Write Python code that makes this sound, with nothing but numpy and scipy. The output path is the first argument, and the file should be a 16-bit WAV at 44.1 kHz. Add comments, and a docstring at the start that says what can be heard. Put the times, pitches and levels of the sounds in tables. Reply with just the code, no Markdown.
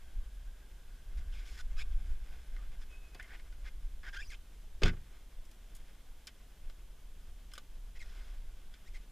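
"""Air rumbles on a head-worn microphone over faint hiss and the drone of a far machine in the street.
Close by, a driver in a padded jacket climbs into a parked car: cloth drags over the seat, ribbed folds
swish and squeak against each other, and small hard parts click. The door is pulled shut, its latch
snapping over the boom of panel and trapped air, and the drone is gone. In the small padded cabin
the key clicks into the ignition and turns through two notches."""
import sys
import numpy as np
from scipy import signal
from scipy.fft import rfft, irfft, next_fast_len
from scipy.io import wavfile
from scipy.ndimage import uniform_filter1d

SR = 44100
rng = np.random.default_rng(int(sys.argv[2]) if len(sys.argv) > 2 else 0)


def wav_out(sig):
    """Save sig, one row per channel (or a flat mono array), as 16-bit PCM at SR to the path in sys.argv[1]."""
    wavfile.write(sys.argv[1], SR, np.round(np.clip(np.atleast_2d(sig).T, -1, 1) * 32767).astype(np.int16))


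N = 401751
TIME = np.arange(N) / SR
BAND_LIMIT_HZ = 15300


def amp(db):
    """Decibels to gain."""
    return 10 ** (np.asarray(db) / 20)


def unit_rms(x):
    """Scales to an rms of one."""
    return x / np.sqrt(np.mean(x ** 2) + 1e-20)


def at_hz(points, hz):
    """Reads a spectrum along a logarithmic frequency axis."""
    f, value = np.transpose(points)
    return np.interp(np.log(hz + 1), np.log(f + 1), value)


def fader(curve):
    """Turns rows of seconds and dB into a gain for every sample."""
    return amp(np.interp(TIME, *np.transpose(curve)))


def add(mix, start_s, sound):
    """Mixes a sound in at a given time."""
    part = mix[round(start_s * SR):][:len(sound)]
    part += sound[:len(part)]


def noise(shape, size=N):
    """Noise of rms one whose spectrum is a function of frequency."""
    length = next_fast_len(size)
    hz = np.fft.rfftfreq(length, 1 / SR)
    spectrum = rfft(rng.standard_normal(length)) * shape(hz)
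    return unit_rms(irfft(spectrum, length)[:size])


def coloured(points):
    """Noise with a tabled spectrum."""
    return noise(lambda hz: amp(at_hz(points, hz)))


def wobble(rate_hz, size=N):
    """Random drift up to a given rate."""
    return noise(lambda hz: 1 / (1 + (hz / rate_hz) ** 4), size)


def impact(db, centre_hz, t60, octaves, damping, rise_s, top_hz):
    """A blow rings a dense cluster of modes around its centre; the high ones die first."""
    def hump(f):
        return 1 / (1 + (np.log2((f + 1) / centre_hz) / octaves) ** 2) / np.sqrt(1 + (f / top_hz) ** 5)

    t = np.arange(SR // 4) / SR
    hz = np.fft.rfftfreq(len(t), 1 / SR)
    cluster = rfft(noise(hump, len(t)))
    band_hz = np.geomspace(125, 16000, num=8)[:, None]
    shares = np.maximum(1 - abs(np.log2((hz + 1) / band_hz)), 0)
    band_t60 = t60 * (centre_hz / band_hz) ** damping
    bands = irfft(cluster * shares, len(t)) * amp(-60 * t / band_t60)
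    return amp(db) * bands.sum(0) * (1 - np.exp(-t / rise_s))


def ring(modes, rise_s):
    """Dying modes, neighbours swinging in opposite directions; a soft contact swells slowly."""
    t = np.arange(SR) / SR
    swing = sum((-1) ** k * amp(db - 60 * t / t60) * np.sin(2 * np.pi * hz * t)
                for k, (hz, db, t60) in enumerate(modes))
    return swing * (1 - np.exp(-t / rise_s))


# Air right on the microphone. Each row: time in seconds, level in dB between 40 and 120 Hz.
AIR_LEVEL = [(0, -60), (.11, -57.5), (.18, -46), (.43, -52.5), (.64, -58), (1.07, -56.5), (1.15, -43),
             (1.5, -53), (1.72, -47), (2.13, -43.5), (2.24, -51), (3.02, -56), (3.76, -52), (4.55, -58),
             (4.8, -54.5), (5.1, -62), (5.6, -60), (6.0, -62.5), (7.3, -58.5), (7.65, -62.5), (7.88, -56.5),
             (8.37, -51), (8.6, -58), (9.11, -62.5)]
# Its eddies, before the treble rolls off. 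Each row: frequency in Hz, relative level in dB.
EDDY_SPECTRUM = [(5.9, -38), (10, 3), (22, -0.5), (34, -1.5), (58, -12.5), (102, -34.5), (300, -32),
                 (390, -64), (660, -120)]
def air_rumble(top_hz=150, gust_db=1.25, gust_hz=7):
    """Slow eddies push on the microphone, following the movement of the head."""
    eddies = noise(lambda hz: amp(at_hz(EDDY_SPECTRUM, hz)) / (1 + (hz / top_hz) ** 4))
    bass = signal.sosfiltfilt(signal.butter(4, [40, 120], "bandpass", fs=SR, output="sos"), eddies)
    bass_rms = np.sqrt(uniform_filter1d(bass ** 2, size=7000))
    return amp(gust_db * wobble(gust_hz)) * fader(AIR_LEVEL) * eddies / bass_rms


# The hiss behind everything. Each row: frequency in Hz, relative level in dB.
HISS_SPECTRUM = [(60, 7), (150, 3), (300, -3), (550, -6.5), (900, -9.5), (1600, -13), (2400, -14),
                 (3200, -10), (4400, -16), (6800, -16), (10300, -19), (11100, -15), (11800, -19),
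                 (15000, -21.5)]
# Its stereo image. Each row: frequency in Hz, likeness of left and right from 0 to 1.
HISS_LIKENESS = [(60, 1.0), (150, 1.0), (380, 0.98), (940, 0.91), (2360, 0.91), (5920, 0.62), (14800, 0.69)]
def hiss(mid_db=-64.5):
    """Steady hiss, centred in the bass and parting between the ears in the treble."""
    likeness = np.clip(at_hz(HISS_LIKENESS, np.fft.rfftfreq(N, 1 / SR)), 0, 1)
    width = np.sqrt((1 - likeness) / (1 + likeness))
    side = irfft(rfft(coloured(HISS_SPECTRUM)) * width, N)
    return amp(mid_db) * (coloured(HISS_SPECTRUM) + np.array([side, -side]))


# A machine far off in the street. Each row: time in seconds, level in dB.
DRONE_LEVEL = [(0, -76.5), (1.2, -77.5), (2.2, -77), (2.9, -80), (4.7, -86), (4.9, -100)]
def street_drone(centre_hz=1590, half_width_hz=75):
    """A machine drones in one narrow band until the door shuts it out."""
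    return fader(DRONE_LEVEL) * noise(lambda hz: 1 / (1 + ((hz - centre_hz) / half_width_hz) ** 2))


# The body shifts on the seat, below the microphone. Each row: time in seconds, relative level in dB.
RUSTLE_LEVEL = [(0, -70), (1.05, -72), (1.15, -69), (1.7, -68.5), (2.0, -66.5), (2.7, -67), (2.9, -69.5),
                (3.35, -66.5), (3.7, -73), (5.7, -71.5), (5.88, -67), (6.1, -73.5), (7.95, -73.5),
                (8.2, -65), (8.4, -69.5), (9.11, -72.5)]
# The colour of that rustle. Each row: frequency in Hz, relative level in dB.
RUSTLE_SPECTRUM = [(100, -15), (300, 0), (800, 0.5), (1500, -4.5), (2500, -5), (4000, -11), (7000, -16),
                   (15000, -25)]
def seat_rustle(gain_db=-3, clump_db=2, grain_db=2):
    """Cloth drags over upholstery in clumps of tiny catches."""
    catches = amp(gain_db + clump_db * wobble(19) + grain_db * wobble(400))
    return catches * fader(RUSTLE_LEVEL) * coloured(RUSTLE_SPECTRUM)


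# The jacket, close under the microphone. Each row: start in seconds, length in seconds, relative level
# in dB, swell in dB, pitch midway in Hz, glide in octaves, sag in octaves, roughness from 0 to 1,
# brightness in dB per octave.
JACKET_STROKES = [ (1.168, 0.031, -59.5, 0, 2090, 0, 0, .85, 0.5),
                  (1.315, 0.14, -60, -3, 2347, -0.25, 0.15, 0.7, -3),
                  (1.445, .13, -59.5, -1, 2263, -0.12, 0.029, 0.96, 1.5),
                  (1.474, 0.03, -59, 0, 2270, .15, -0.04, 0.32, 2),
                  (1.563, 0.059, -53, 8, 1554, -0.53, 0.14, 0.79, 1.5),
                  (1.759, .05, -53, 16, 1380, 0.83, 0.027, 0.44, 4.5),
                  (1.785, 0.047, -47, 7, 2460, 0.049, 0.025, 0.47, -2),
                  (2.559, 0.024, -59.5, -7, 2060, -.25, 0, 0.27, -15),
                  (2.578, 0.087, -66, -7, 1235, 0.22, 0, 0.4, -20),
                  (2.807, 0.043, -61.5, -7, 1538, 0.073, 0, 0.82, 0),
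                  (3.192, 0.027, -47.5, -7, 1830, -.1, -0.048, 0.45, -13),
                  (3.218, 0.055, -60, -7, 1950, 0, -0.0072, 0.57, -14),
                  (3.271, 0.097, -57, 11, 1840, .2, 0, 0.7, -11),
                  (3.387, 0.025, -59.5, 2, 2000, 0.074, -0.033, 0.65, -4),
                  (3.638, 0.059, -55, 7, 1733, 0.33, 0.37, 0.71, -5),
                  (4.027, 0.077, -50.5, 6.5, 1680, 0.017, 0.041, 0.7, -8),
                  (4.125, 0.041, -48.5, 2.5, 1620, 0.34, 0, 0.58, -3.5),
                  (4.156, 0.029, -44.5, -3, 1534, .3, 0.08, 0.24, 0),
                  (4.181, 0.042, -46.5, -1, 1680, .15, 0.23, 0.25, -2),
                  (4.213, 0.033, -48.5, -7, 2496, .4, 0.17, 0.15, -3),
                  (4.236, 0.047, -62, 2, 5030, .1, 0.034, 0.36, -1),
                  (4.269, .032, -59, 4, 5900, -.1, -0.36, 0.06, -6),
                  (4.295, .05, -53, -9, 1760, -0.92, 0.32, 0.38, 3.5),
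                  (4.314, .046, -53, 4.5, 2400, 0.34, .15, 0.5, -4),
                  (5.119, 0.072, -67, -2, 2000, 0, 0.1, .95, -11),
                  (7.949, .038, -60.5, 4, 2020, -0.026, -0.18, .68, -2),
                  (7.988, .052, -54, 10, 2000, -.65, .25, .3, 1.5),
                  (8.034, 0.3, -65, -6, 1995, 0.056, 0, 0.97, -4),
                  (8.855, 0.041, -62.5, 4, 2040, 0.75, 0.081, 0.3, 3),
                  (8.933, .052, -55.5, 2, 1947, .15, .65, 0.48, 0.5)]
# The swish of its cloth. Each row: frequency in Hz, relative level in dB.
SWISH_SPECTRUM = [(200, -21.5), (900, -4.5), (1400, -4.5), (2400, -7), (4000, -6.5), (5600, -6.5),
                  (7200, -12), (11500, -21.5), (15000, -25)]
def jacket_stroke(length, db, swell_db, mid_hz, glide, sag, rough, brightness_db):
    """Ribs tick past each other at a pitch set by sliding speed; loose folds smear it into a swish."""
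    grip_s, release_s, gain_db, press_db_per_octave = 0.009, 0.012, -4, 18
    waver_octaves, waver_hz, jitter = 0.061, 79.7, 0.115
    overtone_db_per_octave, second_ratio, second_db, catch_db = -8, 1.37, -2, 2
    t = np.arange(0, length, 1 / SR)
    size = len(t)
    along = t / length - 0.5
    slack = sag * (2 * along) ** 2  # folds pressed harder squeak lower and louder
    hz = mid_hz * 2 ** (glide * along + slack + waver_octaves * wobble(waver_hz, size))
    contact = np.minimum(t / grip_s, 1) * np.minimum((length - t) / release_s, 1)
    envelope = contact * amp(db + gain_db + swell_db * along - press_db_per_octave * slack)

    def fold(rib_hz):
        turns = np.cumsum(rib_hz * (1 + jitter * rough * wobble(575, size))) / SR
        tilt = overtone_db_per_octave + brightness_db
        harmonics = (amp(tilt * np.log2(k)) * (k * rib_hz < BAND_LIMIT_HZ) * np.sin(2 * np.pi * k * turns)
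                     for k in range(1, 5))
        return unit_rms(sum(harmonics))

    # a second fold slides at its own wandering speed
    second = fold(hz * second_ratio * (1 + 0.1 * wobble(40.4, size)))
    ribs = fold(hz) + amp(second_db) * rough * second
    swish = noise(lambda f: amp(at_hz(SWISH_SPECTRUM, f) + brightness_db * np.log2(1 + f / 2000)), size)
    catches = unit_rms(amp(catch_db * np.clip(wobble(200, size), -2, 2)))  # the cloth sticks and slips
    return envelope * (np.sqrt(1 - rough ** 2) * ribs + rough * swish) * catches


def tick(db, centre_hz, t60, gain_db=-1):
    """One hard little part of plastic or metal strikes another."""
    return impact(db + gain_db, centre_hz, t60, octaves=1.08, damping=0.57, rise_s=0.0005, top_hz=14600)


# Small parts within arm's reach. Each row: start in seconds, relative level in dB, centre in Hz,
# t60 in seconds.
SMALL_KNOCKS = [(1.21, -62.5, 1240, .08), (2.565, -51.5, 2100, 0.014), (3.146, -54.5, 2970, .066),
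                (3.149, -50.5, 650, 0.085), (3.198, -40.5, 1500, 0.014), (3.227, -55.5, 7500, 0.026),
                (3.525, -59, 2500, 0.035), (5.451, -61, 7000, 0.037), (5.513, -57.5, 7000, .032),
                (5.75, -54.5, 9000, 0.056), (5.764, -55.5, 9000, 0.037), (6.275, -46.5, 3280, 0.063),
                (7.516, -56.5, 2460, 0.054), (7.553, -53, 3000, 0.079), (8.739, -56, 2820, 0.063)]
def small_clicks():
    """Handle, zip and key ring knock and ring briefly."""
    out = np.zeros(N)
    for start, db, hz, t60 in SMALL_KNOCKS:
        add(out, start, tick(db, hz, t60))
    return out


# A thin whistle as the arm reaches for the door. Each row: time in seconds, pitch in Hz, level in dB.
WHISTLE_PATH = [(2.88, 2570, -81), (2.94, 2550, -60), (3.0, 2580, -73), (3.05, 2560, -65), (3.1, 2520, -79),
                (3.15, 2570, -66), (3.2, 2580, -74)]
def whistle(waver=0.0064):
    """One faint, slightly unsteady tone."""
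    times, hz, db = np.transpose(WHISTLE_PATH)
    turns = np.cumsum(np.interp(TIME, times, hz) * (1 + waver * wobble(60))) / SR
    rms = amp(np.interp(TIME, times, db, left=-140, right=-140))
    return np.sqrt(2) * rms * np.sin(2 * np.pi * turns)


# The door from the driver's seat: it meets its seal, the latch snaps, the panel flexes and settles.
# Each row: start in seconds, level in dB, centre in Hz, t60 in seconds.
DOOR_BLOWS = [(4.8187, -32.5, 330, 0.072), (4.8233, -40, 1300, 0.061), (4.832, -26.5, 400, 0.062),
              (4.8335, -22, 3900, 0.017), (4.844, -40, 1500, 0.064), (4.85, -32.5, 165, 0.23),
              (4.878, -40, 1700, 0.097), (4.931, -53, 597, .12), (4.966, -63.5, 1210, 0.13)]
# The door and the air it traps in the cabin. Each row: frequency in Hz, level in dB, t60 in seconds.
BOOM_MODES = [(22.85, -12.5, 0.26), (61.5, -36, 0.62), (90.5, -27, 0.32), (121, -33, 0.38),
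              (172.7, -30, .29), (233, -41.5, 0.327), (283, -46, 0.3), (346, -42.5, 0.31),
              (401, -45.5, 0.32), (437, -51, 0.35), (543, -39, 0.11)]
# The steel of the latch. Each row: frequency in Hz, level in dB, t60 in seconds.
LATCH_MODES = [(1550, -42, .08), (2550, -36, 0.036), (3030, -29, 0.019), (3294, -36, 0.045),
               (3660, -30, 0.018), (4880, -28, 0.017), (6470, -37, 0.028)]
def door(shut_s=4.831, latch_s=4.8335):
    """A quick run of blows from seal, latch and lock, over the boom of the panel and trapped air."""
    # the lock chatters after the latch, each bounce weaker than the last
    chatter_s, gap_s, first_db, fall_db, lock_hz, lock_t60 = 4.857, 0.0113, -33.5, 4, 2100, 0.062
    chatter = [(chatter_s + k * gap_s, first_db - k * fall_db, lock_hz, lock_t60) for k in range(4)]
    out = np.zeros(N)
    for start, db, hz, t60 in DOOR_BLOWS + chatter:
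        add(out, start, impact(db, hz, t60, octaves=1.16, damping=0.42, rise_s=0.0011, top_hz=6240))
    add(out, shut_s, ring(BOOM_MODES, rise_s=0.009))
    add(out, latch_s, ring(LATCH_MODES, rise_s=0.00047))
    return out


# The key, an arm's length away, goes in, seats and turns two notches. Each row: start in seconds,
# barrel gain in dB, brightness in dB per octave, relative tick level in dB, tick centre in Hz.
KEY_MOVES = [(6.2704, -8.5, 7, -43.5, 4480), (6.698, -22.5, -12, -55, 3000), (7.536, -4.5, 3, -50, 9000),
             (7.5786, -0.5, -2, -43.5, 4500)]
# The ignition barrel. Each row: frequency in Hz, relative level in dB, t60 in seconds.
BARREL_MODES = [(530, -52.5, 0.026), (1190, -45.5, 0.03), (1510, -49.5, 0.024), (3050, -48.5, 0.024),
                (3370, -57, 0.036), (5240, -51, .033)]
def ignition_key():
    """Each move of the key ticks and rings the barrel."""
    out = np.zeros(N)
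    for start, barrel_db, brightness_db, tick_db, tick_hz in KEY_MOVES:
        modes = [(hz, db + barrel_db + brightness_db * np.log2(hz / 2000), t60)
                 for hz, db, t60 in BARREL_MODES]
        add(out, start, ring(modes, rise_s=0.00025))
        add(out, start, tick(tick_db, tick_hz, t60=0.035))
    return out


# Inside the car, narrow peaks, a broad hollow in the mids and a slight treble dip colour the close
# sounds. Each row: centre in Hz, width in Hz, gain in dB.
CABIN_RESONANCES = [(840, 570, -4.5), (1460, 84, 5), (1597, 108, 6.5), (2083, 220, 5), (2483, 59, 5.5),
                    (3360, 260, 6.5), (4400, 320, -1.5), (5120, 205, 7), (6930, 190, 5), (11140, 470, 5)]
def cabin(x, wet_db=-10, t60=0.061, low_cut_hz=400, delay_s=0.002):
    """Resonant peaks and dips, then the brief reflections of a small padded space."""
    for hz, width, db in CABIN_RESONANCES:
        x = x + (amp(db) - 1) * signal.lfilter(*signal.iirpeak(hz, hz / width, fs=SR), x)
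    t = np.arange(SR // 5) / SR
    tail = noise(lambda hz: hz ** 2 / (hz ** 2 + low_cut_hz ** 2), len(t))
    tail *= amp(-60 * t / t60) * (t > delay_s)
    return x + amp(wet_db) * signal.oaconvolve(x, tail / np.linalg.norm(tail))[:N]


def scene():
    """From the driver's head, everything but the hiss is heard in the middle."""
    jacket = np.zeros(N)
    for start, *stroke in JACKET_STROKES:
        add(jacket, start, jacket_stroke(*stroke))
    inside = cabin(jacket + seat_rustle() + small_clicks() + ignition_key() + door())
    return inside + whistle() + air_rumble() + hiss() + street_drone()


def record(dry):
    """The head-worn camera cuts off the highest treble."""
    low_pass = signal.firwin(511, BAND_LIMIT_HZ, window=("kaiser", 9), fs=SR)
    return signal.oaconvolve(dry, low_pass[None], "same")


dry = scene()
out = record(dry)
wav_out(out)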